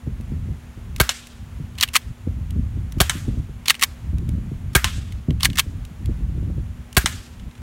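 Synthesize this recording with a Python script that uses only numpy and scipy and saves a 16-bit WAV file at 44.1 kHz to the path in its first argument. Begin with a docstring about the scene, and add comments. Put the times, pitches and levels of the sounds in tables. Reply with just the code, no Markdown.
"""A spring-piston air pistol fires four times in a yard, close to a phone; rough blows of its piston ring the body
and a low puff of air follows. About 0.09 s after each shot the pellet smacks a fence, and the yard echoes.
After each of the first three shots the slide is racked back and snaps home, as clacks and scraping noise.
After the last shot come a few dull far bounces of the pellet.
All along, wind noise buffets the microphone over a faint hum and the hiss of the yard."""
import sys
import numpy as np
from scipy import signal
from scipy.fft import rfft, irfft
from scipy.io import wavfile
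from scipy.ndimage import uniform_filter1d

SR = 44100
rng = np.random.default_rng(int(sys.argv[2]) if len(sys.argv) > 2 else 0)


def to_wav(sig):
    """Store sig (one row per channel, or 1-D mono) as 16-bit WAV at the path in sys.argv[1].

    Samples outside -1..1 are clipped; the rate is SR.
    """
    pcm = np.clip(np.atleast_2d(sig), -1, 1) * 32767
    pcm = np.round(pcm).astype(np.int16)
    wavfile.write(sys.argv[1], SR, pcm.T)  # frames by channels


N = 336021

# Levels in the tables are relative: later gains still shift them. Fade times are the seconds to fall by 60 dB.
# The shots. Each row: start in seconds, level in dB.
SHOTS = [(0.9998, 0), (3.0021, 1), (4.7506, 1.5), (6.9668, 1.5)]
# Tones at which the pistol body rings. Each row: pitch in Hz, level in dB, fade time in seconds.
PISTOL_MODES = [(794, -1.5, 0.026), (1152, -51, 0.038), (1626, 4, 0.041), (2250, 0.5, 0.038),
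                (3156, -16, 0.079), (4490, 3, 0.016), (8550, -51, 0.013), (9460, -2, 0.015),
                (12210, -5, 0.042)]


def undb(db):
    """Turn decibels into a plain amplitude factor."""
    return 10 ** (np.asarray(db) / 20)


def level(x, db):
    """Scale a sound so that its average (rms) level is db."""
    return x * undb(db) / np.sqrt(np.mean(x ** 2))


def colour(x, spectrum, size=4096):
    """Filter with the given (Hz, dB) shape that never sounds ahead of its input; unit power gain."""
    hz, db = np.transpose(spectrum)
    grid_hz = np.arange(size // 2 + 1) * SR / size
    log_gain = np.interp(np.log(grid_hz + 1), np.log(hz), db) * np.log(10) / 20
    # folding the cepstrum (spectrum of the log gain) forward packs the filter's energy at its start
    cepstrum = irfft(log_gain)
    cepstrum[1:size // 2] *= 2
    cepstrum[size // 2 + 1:] = 0
    taps = irfft(np.exp(rfft(cepstrum)))
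    return signal.fftconvolve(x, taps / np.sqrt(np.sum(taps ** 2)))[:len(x)]


def bandpass(x, order, low_hz, high_hz):
    """Keep only the part of a sound between two pitches."""
    return signal.sosfilt(signal.butter(order, [low_hz, high_hz], "band", fs=SR, output="sos"), x)


def highpass(x, order, hz):
    """Remove what lies below a pitch."""
    return signal.sosfilt(signal.butter(order, hz, "high", fs=SR, output="sos"), x)


def ring(hz, t60, size=8192):
    """One pure tone that dies away by 60 dB in t60 seconds."""
    t = np.arange(size) / SR
    return np.sin(2 * np.pi * hz * t) * 1000. ** (-t / t60)


def struck(force, modes, crack, ring_db):
    """A body answers a force with a broad crack and with its own ringing tones."""
    body = sum(undb(db) * ring(hz, t60) for hz, db, t60 in modes)
    body = body / np.sqrt(np.sum(body ** 2))
    return colour(force, crack) + undb(ring_db) * signal.fftconvolve(force, body)[:N]


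def add(out, s, sound):
    """Mix a sound into out, starting at s seconds."""
    i = int(round(s * SR))
    out[i:i + len(sound)] += sound[:len(out) - i]


def walk(rate):
    """Random levels, each held 1 / rate seconds and smoothed twice; spread near 1."""
    k = int(SR / rate)
    steps = np.repeat(rng.standard_normal(N // k + 1), k)
    return 0.9 * uniform_filter1d(uniform_filter1d(steps, k), k)[:N]


def blows(rows, split_hz=4000, tick_db=6, rise=.0, knock_db=5):
    """Rough contact force: a first tick, then uneven chatter that swells, holds and dies."""
    # Each row: start in seconds, level in dB, hold in seconds, fade time in seconds,
    # brightness (gain of the treble) in dB, knock in Hz
    out, t = np.zeros(N), np.arange(4096) / SR
    soft = signal.butter(1, split_hz, fs=SR)
    chatters = rng.laplace(size=(len(rows), len(t)))
    for (s, db, hold, t60, bright_db, hz), chatter in zip(rows, chatters):
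        swell = 1 - np.exp(-(t + 1 / SR) / (rise * t60 + 1 / SR))  # long clacks also build up slowly
        fade = 1000. ** (-np.maximum(t - hold, 0) / max(t60, .002))
        tick = undb(tick_db) * np.exp(-t / 0.000089)
        force = chatter * swell * (fade + tick)
        dull = signal.lfilter(*soft, force)
        treble = force - dull
        # the struck part flexes broadly (low Q) around its knock pitch
        knock = signal.lfilter(*signal.iirpeak(hz, 3.5, fs=SR), force)
        add(out, s, undb(db) * (dull + undb(bright_db) * treble + undb(knock_db) * knock))
    return out


def shots():
    """The piston rattles down the cylinder and slams home; a low puff of air follows."""
    # Blows of the piston once the trigger catch lets go. Each row: delay in seconds, level in dB,
    # hold in seconds, fade time in seconds, brightness in dB, knock in Hz.
    stroke = [(0, -13.5, 0.0061, 0.0066, 1, 3160), (.0045, -23.5, 0.00077, 0.02, -24, 2300),
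              (.007, -17, .004, .012, -2.5, 800), (0.011, -18.5, 0.00073, 0.022, 12, 1600)]
    # Air shoved out of the barrel. Each row: delay in seconds, pitch in Hz, level in dB,
    # fade time in seconds, +1 for push or -1 for suction.
    puff_rows = [(.0025, 385, -16, .06, 1), (.007, 220, -9, .02, 1), (.0093, 125, -5, .03, -1),
                 (.0125, 60, -11, .13, 1)]
    # Colour of the piston's crack. Each row: pitch in Hz, level in dB per Hz.
    shot_crack = [(260, -26.5), (450, -7.5), (930, -6), (1580, -2.5), (1920, -7.5), (2330, -5), (3740, -10),
                  (4210, -13), (5030, -11), (13200, -12.5), (15500, -15)]
    rows = [(s + lag, db + hit_db, *shape) for s, db in SHOTS for lag, hit_db, *shape in stroke]
    force = blows(rows, tick_db=-15, rise=0.077)
    puff = np.zeros(N)
    for s, db in SHOTS:
        for lag, hz, puff_db, t60, sign in puff_rows:
            add(puff, s + lag, sign * undb(db + puff_db) * ring(hz, t60))
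    return struck(force, PISTOL_MODES, shot_crack, ring_db=-6.0), puff


def pellets():
    """A short hard smack rings the fence after each shot; dull far bounces end it."""
    # Pellets on the fence. Each row: start in seconds, level in dB, brightness in dB.
    hits = [(1.0921, 2, -4.5), (3.0959, 0.5, -1), (4.8439, -1, -3.5), (7.0594, 4.5, -16)]
    # The pellet rolling to rest far off. Each row: start in seconds, level in dB.
    bounces = [(7.3974, -34), (7.511, -34), (7.553, -35), (7.5785, -37)]
    # Tones of the fence panel. Each row: pitch in Hz, level in dB, fade time in seconds.
    fence_modes = [(1043, 1, 0.13), (1782, 9, 0.031), (2250, 17.5, 0.0078), (3040, 1, 0.068),
                   (4520, -33, 0.0069)]
    # Colour of the fence's crack. Each row: pitch in Hz, level in dB per Hz.
    fence_crack = [(290, -36), (500, -9), (2930, 3), (4070, 3), (4700, -16), (5350, 0), (7670, -2),
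                   (8980, -1), (15500, -24)]
    rows = [(s, db, .001, .03, bright_db, 3000) for s, db, bright_db in hits]
    rows += [(s, db, .002, .02, -12, 2900) for s, db in bounces]
    force = undb(-15.0) * blows(rows, tick_db=16, knock_db=-9.5)
    return struck(force, fence_modes, fence_crack, ring_db=-8.5)


def hands():
    """Parts click against each other; the slide slips and catches as it scrapes, each stroke at its own pace."""
    # Slide pulled back. Each row: time of the catch's click in seconds, level in dB,
    # travel from catch to back stop in seconds, knock of the last clack in Hz.
    pulls = [(1.81, 0, 0.022, 3200), (3.682, 2.8, .021, 1950), (5.4315, 0.7, .0215, 2020)]
    # Slide let go. Each row: time it seats in seconds, level in dB,
    # travel from release to seat in seconds, knock of the last clack in Hz.
    returns = [(1.9555, 1.2, 0.02, 2050), (3.825, 0, .028, 2210), (5.585, -0.2, .027, 3060)]
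    # Clacks of one pull: grip, catch, spring, back stop. Each row: delay in travels, level in dB,
    # fade time in seconds, brightness in dB, knock in Hz (None takes the stroke's own).
    pull_clacks = [(-1.19, -19.5, 0.034, -1, 3100), (0, -5.5, 0.014, 5.5, 4240), (.76, -1, 0.012, 3, 3800),
                   (1.02, 1.5, 0.023, 1.5, None)]
    # Clacks of one return: release, two notches, seat, rebound. Each row: as for a pull.
    return_clacks = [(-1.1, -24, 0.044, 4, 1900), (-.47, -19, 0.022, 8, 2000),
                     (-.17, -8.5, 0.0036, -1, 2400), (0, 0.5, 0.012, 3, 1340), (.33, -3, 0.028, 8, None)]
    # Scraping along the frame. Each row: start in travels, end in travels, first level in dB, last level in dB.
    pull_scrapes = [(-.9, 0, -45, -21), (0.15, .7, -19, -15), (.7, 1.15, -14.5, -7), (1.3, 2.15, -21, -36)]
    return_scrapes = [(-.45, 0.81, -26, -13), (0.02, .55, -13, -4), (.55, 1.3, -24, -54)]
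    # Small ticks of trigger, grip and loose parts. Each row: start in seconds, level in dB, brightness in dB.
    ticks = [(.21, -45, 12), (0.962, -31, 15.5), (1.27, -41.5, 17), (1.753, -38, -2), (1.779, -32, 3),
             (1.799, -20, -3), (1.877, -25.5, 1), (1.887, -21.5, -1), (1.939, -19, 11), (2.506, -40.5, 17),
             (2.922, -44.5, 21.5), (3.695, -15, 2), (3.743, -20.5, -5), (3.751, -22.5, 0), (3.765, -32, -3),
             (4.183, -40.5, 13.5), (4.29, -35.5, 11.5), (5.122, -30.5, 5), (5.306, -25, -5), (5.4, -29, -3),
             (5.421, -29, -1), (5.501, -23, -6), (5.531, -25, -4), (5.851, -43, 17), (6.058, -40.5, 16.5),
             (6.928, -41, 17.5)]
    # The trigger creeps just before each shot: lead in seconds, level in dB, hold in seconds,
    # fade time in seconds, brightness in dB, knock in Hz.
    lead, *creep = (.019, -40, .004, .04, 8, 1300)
    # Colour of the slide's crack. 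Each row: pitch in Hz, level in dB per Hz.
    slide_crack = [(240, -21), (400, -52), (1120, 5), (1450, -2), (1790, 4.5), (2920, 4.5), (5000, -0.5),
                   (9210, -3.5), (15500, -10)]

    strokes = [(pulls, pull_clacks, pull_scrapes), (returns, return_clacks, return_scrapes)]
    rows = [(s, db, .001, 0.016, bright_db, 2900) for s, db, bright_db in ticks]
    rows += [(s - lead, *creep) for s, _ in SHOTS]
    for moves, clacks, _ in strokes:
        for s, db, travel, last_hz in moves:
            for lag, hit_db, t60, bright_db, hz in clacks:
                rows.append((s + lag * travel, db + hit_db, .001, t60, bright_db, hz or last_hz))
    force = blows(rows, tick_db=-21, rise=0.012)

    grit = level(undb(2.5 * walk(700)) * rng.standard_normal(N), 3.0)
    for moves, _, scrapes in strokes:
        for s, db, travel, _ in moves:
            for start, end, from_db, to_db in scrapes:
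                i, j = int((s + start * travel) * SR), int((s + end * travel) * SR)
                force[i:j] += undb(db + np.linspace(from_db, to_db, j - i)) * grit[i:j]
    return struck(undb(-13.0) * force, PISTOL_MODES, slide_crack, ring_db=-14.0)


def yard(x, gap_s=0.0033, early_db=10, early_t60=0.12):
    """Leaves and planks scatter each band into a dense wash: strong near returns, then a long far tail."""
    # Echoes from trees and fences. Each row: middle of the band in Hz, level in dB, fade time in seconds.
    echo_bands = [(573, -3, 0.2), (810, -6, 0.27), (1470, -1, 0.52), (1970, -1.5, 0.48), (3090, -2.5, 0.68),
                  (4700, -4, 0.71), (7060, -1.5, 0.6), (10550, -4.5, 0.53), (14000, -2.5, 0.27)]
    t, wash = np.arange(SR // 2) / SR, 0
    lumps = walk(90)  # single trunks and planks stand out of the wash
    for hz, db, t60 in echo_bands:
        low_hz, high_hz = hz / 1.23, min(hz * 1.23, .45 * SR)
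        # these fade as power, so the decibels count double
        late = undb(-2 * 60 * t / t60)
        early = undb(2 * early_db - 2 * 60 * t / early_t60)
        fade = (late + early) * (1 - np.exp(-t / gap_s))
        power = signal.fftconvolve(bandpass(x, 2, low_hz, high_hz) ** 2, fade / np.sum(fade))[:N]
        lumpy = undb(1.74 * lumps + 2.0 * walk(40)) * rng.standard_normal(N)
        wash = wash + np.sqrt(np.maximum(power, 0)) * level(bandpass(lumpy, 2, low_hz, high_hz), db)
    return wash


def wind():
    """Turbulence at the microphone port: throbbing rumble, quicker flutter, and eddies that ring the low cut."""
    # Wind between the shots, in groups. Each row: time in seconds, rumble level in dB.
    gusts = [
        [(0.0, -47), (0.026, -34), (0.462, -24), (0.754, -43.5), (0.766, -32), (0.99, -32)],
        [(1.06, -40), (1.15, -48.5), (1.656, -28.5), (1.676, -41.5), (1.824, -32.5), (2.0, -46)],
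        [(2.02, -44), (2.11, -23), (2.144, -48), (2.268, -28.5), (2.976, -25.5), (2.99, -46)],
        [(3.06, -27), (3.124, -34), (3.386, -27), (3.798, -44), (4.214, -24), (4.74, -29.5)],
        [(4.81, -43), (4.842, -26.5), (5.268, -31.5), (5.28, -25), (5.824, -28), (5.9, -37)],
        [(5.92, -26), (5.948, -37.5), (6.074, -25), (6.568, -23.5), (6.894, -41), (6.95, -41)],
        [(7.03, -33), (7.258, -41.5), (7.268, -38), (7.474, -26.5), (7.532, -56), (7.62, -26.5)],
    ]
    # Colours of rumble and flutter. Each row: pitch in Hz, level in dB per Hz.
    rumble_colour = [(8.8, -38), (15, -20.5), (40, -2), (65, 4.5), (92, 0.5), (200, -15), (260, -42.5),
                     (440, -120)]
    flutter_colour = [(60, -32), (110, 1.5), (160, -0.5), (250, -7), (400, -24.5), (700, -41), (1200, -63),
                      (3000, -110)]
    # Single eddies that strike the port. Each row: start in seconds, level in dB.
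    eddy_rows = [(0.073, -12), (.201, -22), (0.319, -15.5), (0.486, -19), (.775, -24.5), (1.6, -22),
                 (2.273, -8.5), (2.562, -15.5), (2.773, -19.5), (2.972, -10.5), (3.153, -16.5),
                 (3.281, -7.5), (3.374, -14), (3.494, -23), (4.131, -14.5), (4.291, -16), (4.349, -24),
                 (4.383, -13.5), (4.517, -13.5), (4.982, -20), (5.285, -4), (5.31, -10), (5.488, -15.5),
                 (5.665, -20), (6.093, -8.5), (6.207, -18), (6.296, -23), (6.378, -20), (6.428, -19),
                 (6.463, -21), (6.5, -13.5), (6.581, -16), (7.043, -11)]
    eddy_s, wake_s, wake_rise_s = 0.0042, 0.038, 0.0044  # an eddy's length; its wake's fade and rise

    t = np.arange(N) / SR
    gust_db, throb = np.interp(t, *np.vstack(gusts).T), walk(22)
    rumble = level(colour(undb(3.46 * throb) * rng.standard_normal(N), rumble_colour, size=16384), 0)
    flicker = undb(5.5 * throb + 4.7 * walk(60))
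    flutter = level(colour(flicker * rng.standard_normal(N), flutter_colour, size=16384), 0)
    # finer swirls at the front of a wake
    swirls = level(bandpass(rng.standard_normal(N), 3, 194, 503), -19.5)

    eddies, wake, front, u = np.zeros(N), np.zeros(N), np.zeros(N), t[:8192]
    for when, db in eddy_rows:
        add(eddies, when, -undb(db) * signal.windows.hann(max(int(eddy_s * SR), 8)))
        shape = (1 - np.exp(-(u / wake_rise_s) ** 2)) * np.exp(-u / wake_s)
        add(wake, when, undb(db - 16) * shape)  # turbulence that trails the eddy
        add(front, when - 2 * wake_rise_s, undb(db) * shape ** 3)
    eddies = highpass(eddies, 4, 65)

    # flutter sits 9.5 dB under a rumble of -26 dB, and gains on it by 0.47 dB per dB of gust
    flutter_db = -9.5 + 0.47 * (gust_db + 26)
    rumbling = (undb(gust_db) + wake) * rumble
    fluttering = (undb(gust_db + flutter_db) + undb(-2.5) * wake) * flutter
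    return rumbling + fluttering + front * swirls + eddies


def air():
    """Leaves and far traffic as a smooth hiss, with the almost steady hum of far machinery."""
    # Colour of the hiss. Each row: pitch in Hz, level in dB per Hz.
    hiss_colour = [(150, -9), (300, -7), (500, -11.5), (1000, -13), (2000, -16), (3200, -20), (5000, -28),
                   (7200, -25), (8200, -31), (9400, -26.5), (10400, -32), (11500, -27), (13000, -35.5),
                   (13900, -36), (15300, -33)]
    # Far machinery. Each row: pitch in Hz, rms level in dB.
    hum_tones = [(239.5, -51), (205, -59.5)]
    hiss = undb(0.3 * walk(3) + 0.8 * walk(9)) * colour(rng.standard_normal(N), hiss_colour)
    t, hum = np.arange(N) / SR, 0
    for hz, db in hum_tones:
        # a sine's peak is the square root of 2 times its rms level
        hum = hum + np.sqrt(2) * undb(db + 0.4 * walk(6)) * np.sin(2 * np.pi * hz * t)
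    return level(hiss, -51) + hum


def scene():
    """Mix the direct sounds, their echoes, the wind and the air of the yard."""
    crack, puff = shots()
    smack, clicks = pellets(), hands()
    # the muzzle and the fence face the yard; the slide is shielded by the hands
    echoes = yard(undb(-11.5) * crack + undb(-6.0) * smack + undb(-26.5) * clicks)
    return (crack + puff + smack + clicks + echoes + wind() + air())[None]


def record(dry):
    """The phone drops the deepest bass, rounds the loudest peaks, rolls off and cuts the top."""
    cut = highpass(dry, 2, 22)
    rounded = np.tanh(1.154 * cut) / 1.106
    rolled = signal.sosfilt(signal.ellip(6, .3, 22, 15800, fs=SR, output="sos"), rounded)
    return signal.sosfilt(signal.ellip(12, .2, 95, 16800, fs=SR, output="sos"), rolled)


dry = scene()
out = record(dry)
to_wav(out)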